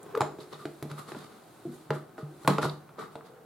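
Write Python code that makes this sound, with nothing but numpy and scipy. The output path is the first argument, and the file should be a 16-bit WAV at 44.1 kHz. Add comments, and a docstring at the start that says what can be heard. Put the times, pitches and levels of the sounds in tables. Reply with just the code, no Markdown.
"""A small, quiet room; a cardboard game box on a wooden table, the microphone close by.
The tight lid creeps, groans and works loose in a few pops, slides off and is set aside; hands knock the
box and brush the booklet. Each knock has a dead ring at the contact, the ring of the panels, a hollow
boom and a dry crack. Card edges tick and a finger drags on the box wall, over room tone, hiss and drone."""
import sys
import numpy as np
from scipy import signal
from scipy.fft import rfft, irfft, next_fast_len
from scipy.io import wavfile
from scipy.ndimage import map_coordinates

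SR = 44100
rng = np.random.default_rng(int(sys.argv[2]) if len(sys.argv) > 2 else 0)


def bounce(signal):
    """Save signal as a 16-bit WAV file at the path given by the first command-line argument."""
    frames = np.transpose(np.atleast_2d(signal))
    limited = np.clip(frames, -1, 1)
    pcm = np.round(limited * 32767).astype(np.int16)
    wavfile.write(sys.argv[1], SR, pcm)


N = 152145


def amp(db):
    return 10 ** (np.asarray(db) / 20)


def unit(x):
    return x / np.sqrt(np.mean(x ** 2) + 1e-20)


def along(points, hz):
    """Read (f/Hz, value) points on a log frequency axis."""
    f, values = np.transpose(points)
    return np.interp(np.log(hz + 1), np.log(f + 1), values)


def curves(rows):
    """One value per sample for each column after the time."""
    times, *columns = np.transpose(rows)
    return [np.interp(np.arange(N) / SR, times, column) for column in columns]


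def filtered(x, response):
    """x times a response of frequency."""
    n = x.shape[-1]
    padded = next_fast_len(n + SR // 10)
    return irfft(rfft(x, padded) * response(np.fft.rfftfreq(padded, 1 / SR)), padded)[..., :n]


def band(x, centre, width):
    """x through one resonance, at rms 1; width is the half width as a share of the centre."""
    return unit(filtered(x, lambda hz: 1 / (1 + ((hz / centre - 1) / width) ** 2)))


def noise(size):
    """Two unrelated white noises."""
    return rng.standard_normal((2, size))


def fade(t, t60):
    """A decay of 60 dB in t60 seconds."""
    return np.exp(-np.log(1000) * t / t60)


def ring(t, hz, t60, rise):
    """One damped mode; t60 and rise in seconds."""
    return np.sin(2 * np.pi * hz * t) * fade(t, t60) * (1 - np.exp(-t / rise))


def add(out, start, x):
    """Mix x into out at start seconds."""
    i = max(0, round(start * SR))
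    out[:, i:i + x.shape[-1]] += x[..., :max(0, N - i)]


# how alike left and right are at the microphone (f/Hz, correlation)
LIKENESS = [(30, 0.19), (120, 0.85), (300, 0.88), (600, 0.51), (1300, 0.7), (2500, 0.71), (5000, 0.43),
            (12000, .02)]


def stereo(pair, colour=None, width=1):
    """Two unrelated signals to a coloured left and right of rms 1; width 1 is the room's spread."""
    angle = lambda hz: width * np.arccos(np.clip(along(LIKENESS, hz), -1, 1)) / 2
    gain = lambda hz: 1 if colour is None else amp(along(colour, hz))
    mid, side = filtered(pair, lambda hz: gain(hz) * np.array([np.cos(angle(hz)), np.sin(angle(hz))]))
    return unit(np.array([mid + side, mid - side]))


# reverberation of the small room (f/Hz, t60/s)
ROOM_DECAY = [(100, 0.95), (260, 0.36), (700, 0.36), (1800, 0.31), (4800, 0.35), (13000, 0.3)]


def in_room(x, wet_db):
    """The close sound, then a diffuse tail in which each frequency dies at its own speed."""
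    hz, t, spectrum = signal.stft(stereo(noise(SR // 2)), SR, nperseg=256)
    t60 = along(ROOM_DECAY, hz)[:, None]
    equal_energy = np.sqrt(2 * np.log(1000) / t60 / SR)
    tail = signal.istft(spectrum * fade(t, t60) * equal_energy, SR, nperseg=256)[1]
    tail *= 1 - np.exp(-(np.arange(tail.shape[1]) / SR / 0.0025) ** 2)  # builds up in 2.5 ms
    return x + amp(wet_db) * signal.fftconvolve(x, tail, axes=1)[:, :x.shape[1]]


# spectra of the room tone and of a soft hiss (f/Hz, relative level/dB)
ROOM_TONE_COLOUR = [(25, 5), (50, 14), (90, -6), (140, 11.5), (220, -4), (330, -4.5), (450, -2), (600, -8),
                    (850, -16), (1300, -2), (1800, -21.5), (5500, -30.5), (9000, -20)]
HISS_COLOUR = [(500, 10), (1400, -1), (2100, 1.5), (2800, -4.5), (4000, 2.5), (5500, -5.5), (9000, -1),
               (12000, -4.5), (15000, -12), (16000, -38)]
# swell of the hiss (t/s, level/dB)
HISS_SWELL = [(0, -64), (.2, -69.5), (.54, -59.5), (1.15, -60.5), (1.4, -61.5), (1.82, -60), (2.05, -71),
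              (2.3, -65), (2.5, -55), (2.8, -69), (3.45, -72)]
# faint hollow drone in the room (t/s, centre f/Hz, level/dB)
DRONE_DRIFT = [(0, 417.3, -51), (.12, 401, -50), (.45, 390.5, -55), (1.5, 343, -66), (2.35, 335, -53.5),
               (2.9, 371, -90), (3.25, 447.5, -59), (3.45, 479.5, -53.5)]


def background():
    """The air around the microphone: room tone, hiss and a narrow band of noise that drifts."""
    centre_hz, drone_db = curves(DRONE_DRIFT)
    half_width_hz = 42.5
    slow = filtered(noise(N), lambda hz: 1 / (1 + (hz / half_width_hz) ** 2))
    phase = 2 * np.pi * np.cumsum(centre_hz) / SR
    drone = amp(drone_db) * unit(slow[0] * np.cos(phase) + slow[1] * np.sin(phase))
    hiss = amp(curves(HISS_SWELL)[0]) * stereo(noise(N), HISS_COLOUR)
    room_tone = amp(-62.5) * stereo(noise(N), ROOM_TONE_COLOUR)
    return drone + hiss + room_tone


def friction(colour=None, slips_per_s=900, scatter_db=4):
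    """Tiny slips of scattered size on a smooth rush."""
    slips = (rng.random((2, N)) < slips_per_s / SR) * np.sign(noise(N))
    slips *= amp(scatter_db * noise(N))
    return stereo(unit(slips) + 0.9 * noise(N), colour)


# the creeping lid: its swell (t/s, level/dB) and spectrum (f/Hz, relative level/dB)
CREEP_SWELL = [(0, -52.5), (.13, -49), (.25, -55), (.5, -59), (.7, -57)]
CREEP_COLOUR = [(100, -3), (220, 1.5), (600, -1), (850, -1.5), (1100, -6), (1450, -7.5), (2000, -18),
                (6000, -28)]


def lid_creep():
    """The lid creeps up the box walls: low friction that stays on faintly to the end."""
    return in_room(amp(curves(CREEP_SWELL)[0]) * friction(CREEP_COLOUR), wet_db=-3)


# card edges, close up, and the room's long ring after a 7.2 kHz tick at 0.204 s (t/s, f/Hz, half width as a
# share of f, level/dB, t60/s)
EDGE_TICKS = [(0.03, 9900, 0.13, -45, 0.025), (0.03, 7040, 0.088, -41, 0.0068),
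              (.178, 11400, 0.13, -38.5, 0.0094), (0.204, 7180, 0.037, -46.5, 0.25),
              (0.826, 11600, .13, -43, 0.036), (0.401, 4000, 0.098, -46, 0.037),
              (0.43, 4600, 0.18, -51.5, 0.031), (2.475, 15100, 0.14, -34, 0.028),
              (0.541, 3800, 0.09, -49, 0.044), (2.6961, 3850, 0.05, -30, 0.017),
              (2.6959, 4500, 0.05, -35, 0.014)]
CONTACT_RISE_S = 0.00041


def edge_ticks():
    """The glossy edge of the card catches with thin, pitched ticks."""
    out, t = np.zeros((2, N)), np.arange(SR // 2) / SR
    for start, hz, width, db, t60 in EDGE_TICKS:
        envelope = amp(db) * fade(t, t60) * (1 - np.exp(-t / CONTACT_RISE_S))
        add(out, start, envelope * band(stereo(noise(len(t))), hz, width))
    return in_room(out, wet_db=-9)


def stick_slip(rows):
    """Regular sticking and slipping: a short tone with a weak octave."""
    hz, db = curves(rows)
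    t = np.arange(N) / SR
    phase = 2 * np.pi * np.cumsum(hz) / SR
    sliding = (t > rows[0][0]) * (t < rows[-1][0])
    return amp(db) * sliding * (np.sin(phase) + amp(-17) * np.sin(2 * phase))


# course of the lid's groan (t/s, f/Hz, level/dB)
LID_SLIP = [(0.141, 440, -40), (0.151, 446, -23), (0.161, 435, -39), (0.171, 445, -28), (0.177, 453, -18.5),
            (0.185, 445, -31), (0.203, 444, -41)]


def lid_groan():
    """The tight lid sticks and slips as it works loose, straight ahead of the microphone."""
    return in_room(np.tile(stick_slip(LID_SLIP), (2, 1)), wet_db=-9.5)


# modes of the cardboard panels (f/Hz, relative level/dB, t60/s)
PANEL_MODES = [(183, -4, 0.17), (218.6, -5.5, 0.23), (257.4, -10, 0.24), (289, -3.5, 0.34),
               (350, -10.5, 0.34), (445.4, 2, 0.26), (622.4, 0, 0.23), (696, -13, 0.42), (827.2, -1, 0.17),
               (999, -12, 0.27), (1180, -9, 0.29), (1419.5, 0, 0.11)]


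def panel_ring(t, contact_hz, loss_db_per_octave=6):
    """A blow favours the panel modes near its contact pitch, never quite the same way twice."""
    out = np.zeros(len(t))
    for k, (hz, db, t60) in enumerate(PANEL_MODES):
        gain = amp(db - loss_db_per_octave * abs(np.log2(hz / contact_hz)) + rng.normal(0, 2))
        detuned_hz = hz * (1 + rng.normal(0, 0.011))
        out += (-1) ** k * gain * ring(t, detuned_hz, t60, CONTACT_RISE_S)
    return out


# spectrum of the crack (f/Hz, relative level/dB)
CRACK_COLOUR = [(200, 6.5), (1350, 9), (2000, -3), (2750, -3), (3900, 4), (5500, -6), (7500, -5),
                (11000, -4.5), (16000, -33)]
BLOW_WIDTH = 0.64  # a close blow spreads less in stereo than the room


def dry_crack(t, cutoff_hz):
    """One sharp push, a burst of noise and a short rattle; a soft contact has a low cut-off."""
    u = (t - 0.00057) / 0.00023  # the push peaks at 0.57 ms, half width 0.23 ms
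    push = amp(2.5) * (1 - 2 * u ** 2) * np.exp(-u ** 2)
    burst, rattle = fade(t, t60=0.011), amp(-13) * fade(t, t60=0.044)
    envelope = (burst + rattle) * (1 - np.exp(-t / 0.001))
    crack = push + envelope * stereo(noise(len(t)), CRACK_COLOUR, BLOW_WIDTH)
    return signal.sosfilt(signal.butter(2, cutoff_hz, fs=SR, output="sos"), crack)


# spectrum of the panels' thud (f/Hz, relative level/dB)
THUD_COLOUR = [(30, -35), (70, -47), (130, 3), (400, 19), (520, 13.5), (1300, -3.5), (2000, -18),
               (4000, -31)]
# blows of lid, box and fingers, close to the microphone
# (t/s, contact f/Hz, level/dB of contact, of panels, of boom, of crack, crack cut-off f/Hz)
BLOWS = [(0.151, 1250, -16.5, -38.5, -52, -31.5, 7200), (0.174, 1160, -22, -36.5, -60, -30.5, 5000),
         (0.2071, 926, -10.5, -28, -28, -22, 11300), (.2165, 803, -17.5, -29, -29, -22.5, 4580),
         (.386, 410, -35, -45, -49, -49, 4000), (0.534, 1140, -32, -51, -47.5, -52, 4500),
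         (.654, 347, -28, -41, -41, -30.5, 6500), (0.8257, 320, -30, -42, -34, -32.5, 15920),
         (0.852, 226.2, -36.5, -51, -50, -67, 2000), (.914, 1240, -33.5, -50.5, -35.5, -33.5, 16900),
         (1.119, 384, -33, -51, -45.5, -30.5, 3670), (1.148, 888, -39, -46, -42, -39, 5000),
         (1.166, 226, -34.5, -48, -60, -56, 4000),  (1.897, 175, -55, -50, -33.5, -51, 2000),
         (1.9049, 565, -26, -30, -29, -20.5, 3770), (1.961, 359.7, -35, -45.5, -41, -46, 9200),
         (2.18, 613, -56, -41.5, -72, -38.5, 2200), (2.229, 153, -44, -70, -32.5, -65, 990),
         (2.448, 1160, -37, -39.5, -35, -35, 3800), (2.4758, 1070, -6, -25, -22.5, -12, 14800),
         (2.482, 294, -18.5, -29.5, -39, -32, 3000), (2.4998, 206, -18, -33.5, -65, -40, 6000),
         (2.583, 1216, -12.5, -27.5, -37, -22, 6150), (2.6292, 1320, -14.5, -29.5, -30.5, -27, 8000),
         (2.653, 1000, -18, -33, -23, -55, 4000), (2.891, 1290, -41.5, -57.5, -57, -47, 3000),
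         (2.984, 596, -39.5, -46.5, -81, -48.5, 2000), (3.155, 695, -31, -43, -50.5, -38.5, 7060),
         (3.2092, 1260, -35.5, -64, -80, -58, 3000)]
CONTACT_CYCLES, SIDE_MODE_RATIO = 13, 1.256


def knocks():
    """Each blow rings its contact spot and the panels, cracks, and sets the hollow box booming."""
    out, t = np.zeros((2, N)), np.arange(SR) / SR
    for start, hz, contact_db, panel_db, boom_db, crack_db, cutoff_hz in BLOWS:
        mode = lambda f: ring(t, f, CONTACT_CYCLES / hz, CONTACT_RISE_S)
        contact = mode(hz) + amp(-9.5) * (mode(hz * SIDE_MODE_RATIO) - mode(hz / SIDE_MODE_RATIO))
        panels = panel_ring(t, hz)
        thud = amp(1.5) * stereo(noise(SR), THUD_COLOUR, BLOW_WIDTH) * fade(t, t60=0.093)
        crack = dry_crack(t, cutoff_hz)
        blow = amp(contact_db) * contact + amp(panel_db) * (panels / 2 + thud) + amp(crack_db) * crack
        # contact spot and panels face the microphone: extra direct sound
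        direct = amp(contact_db - 11.5) * contact + amp(panel_db - 10.5) * panels
        boom = amp(boom_db) * ring(t, hz=147.9, t60=0.38, rise=0.0012)
        add(out, start, in_room(blow, wet_db=-4.5) + direct + boom)
    return out


def catching(per_s=110, depth_db=3.5):
    """Sliding card catches and lets go: a quick, uneven gain of rms 1."""
    position = np.arange(N) * per_s / SR
    grip = rng.standard_normal(int(position[-1]) + 2)
    return unit(amp(depth_db * map_coordinates(grip, [position])))


# spectra of a rub's body, hiss and airy top (f/Hz, relative level/dB)
RUB_BODY_COLOUR = [(60, -35), (150, 2.5), (300, -1.5), (440, 7.5), (530, -10), (640, -5), (950, -7),
                   (1120, -1), (1260, 1), (1450, -7.5), (2100, -11), (3000, -38)]
RUB_HISS_COLOUR = [(800, 7), (2000, -3), (2800, -1.5), (3800, 5.5), (4600, 1.5), (6000, -6.5),
                   (8500, -12.5), (11000, -22), (16000, -40.5)]
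RUB_AIR_COLOUR = [(4000, -28), (7000, 0.5), (9300, 1), (11300, 1), (13000, -6), (16000, -21)]
# strokes on box and booklet (t/s, rise/s, fall/s, level/dB of body, of hiss, of squeak, of air)
STROKES = [(.27, 0.044, 0.039, -53.5, -77, -63, -82), (.375, 0.044, 0.035, -53.5, -53.5, -72, -62.5),
           (.505, 0.028, 0.033, -46, -51.5, -53, -65), (0.573, 0.041, 0.061, -51.5, -55, -48.5, -61),
           (.88, 0.035, 0.019, -50, -56, -59, -69), (0.946, 0.047, 0.04, -48.5, -55, -49.5, -58),
           (1.06, 0.021, 0.093, -47.5, -52, -71, -58), (1.13, 0.046, 0.12, -49, -51.5, -64, -60),
           (1.29, 0.018, 0.13, -55.5, -63, -67, -74), (1.71, 0.025, 0.065, -56.5, -61.5, -69, -59.5),
           (1.915, 0.028, 0.078, -50, -56, -51, -60.5), (2.174, 0.013, 0.051, -47.5, -56, -50, -65.5),
           (2.39, 0.039, 0.092, -60, -64.5, -65, -65), (2.479, 0.0083, 0.11, -33.5, -42, -62, -63),
           (2.603, 0.039, 0.029, -32, -35.5, -51, -44.5), (2.966, 0.044, 0.068, -41.5, -51.5, -43, -62),
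           (3.10, 0.034, 0.049, -60, -60, -60, -66), (3.23, 0.033, 0.044, -56.5, -62.5, -82, -70)]
SQUEAK_HZ = 1225  # the card sings under a steady rub


def rubs():
    """Card slides on card and fingers on paper: each stroke swells and fades."""
    t, gains = np.arange(N) / SR, np.zeros((4, N))
    for start, rise, fall, *levels_db in STROKES:
        stroke = np.clip(np.minimum((t - start) / rise, 1 - (t - start - rise) / fall), 0, 1)
        gains += np.outer(amp(levels_db), stroke)
    body, hiss = friction(RUB_BODY_COLOUR), friction(RUB_HISS_COLOUR)
    squeak = band(friction(), SQUEAK_HZ, width=0.075)
    air = friction(RUB_AIR_COLOUR)
    sliding = sum(gain * layer for gain, layer in zip(gains, (body, hiss, squeak, air)))
    return in_room(catching() * sliding, wet_db=-3)


# course of the finger's groan (t/s, f/Hz, level/dB)
FINGER_SLIP = [(1.6515, 350, -53), (1.653, 345, -32.5), (1.672, 337, -31), (1.677, 250, -50),
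               (1.696, 241, -36.5), (1.715, 239, -49), (1.77, 238, -64)]
# modes of the box wall (f/Hz, level/dB, t60/s)
WALL_MODES = [(149, -35.5, 0.27), (185, -40, 0.28), (317, -41, 0.28), (344.3, -43, 0.43), (375, -44.5, 0.5)]


def finger_drag():
    """A finger sticks and slips on the box wall, which rings on after it."""
    since_touch = np.maximum(np.arange(N) / SR - FINGER_SLIP[0][0], 0)
    wall = sum(amp(db) * ring(since_touch, hz, t60, rise=0.01) for hz, db, t60 in WALL_MODES)
    return in_room(np.tile(stick_slip(FINGER_SLIP) + wall, (2, 1)), wet_db=-9.5)


def scene():
    """The box in the foreground, the quiet room behind it."""
    return knocks() + edge_ticks() + rubs() + lid_creep() + lid_groan() + finger_drag() + background()


def record(dry):
    """The camera's microphone thins the bass below 88 Hz and keeps nothing above 16 kHz."""
    low_cut = signal.butter(3, 88, "highpass", fs=SR, output="sos")
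    return filtered(signal.sosfilt(low_cut, dry), lambda hz: hz < 16000)


dry = scene()
out = record(dry)
bounce(out)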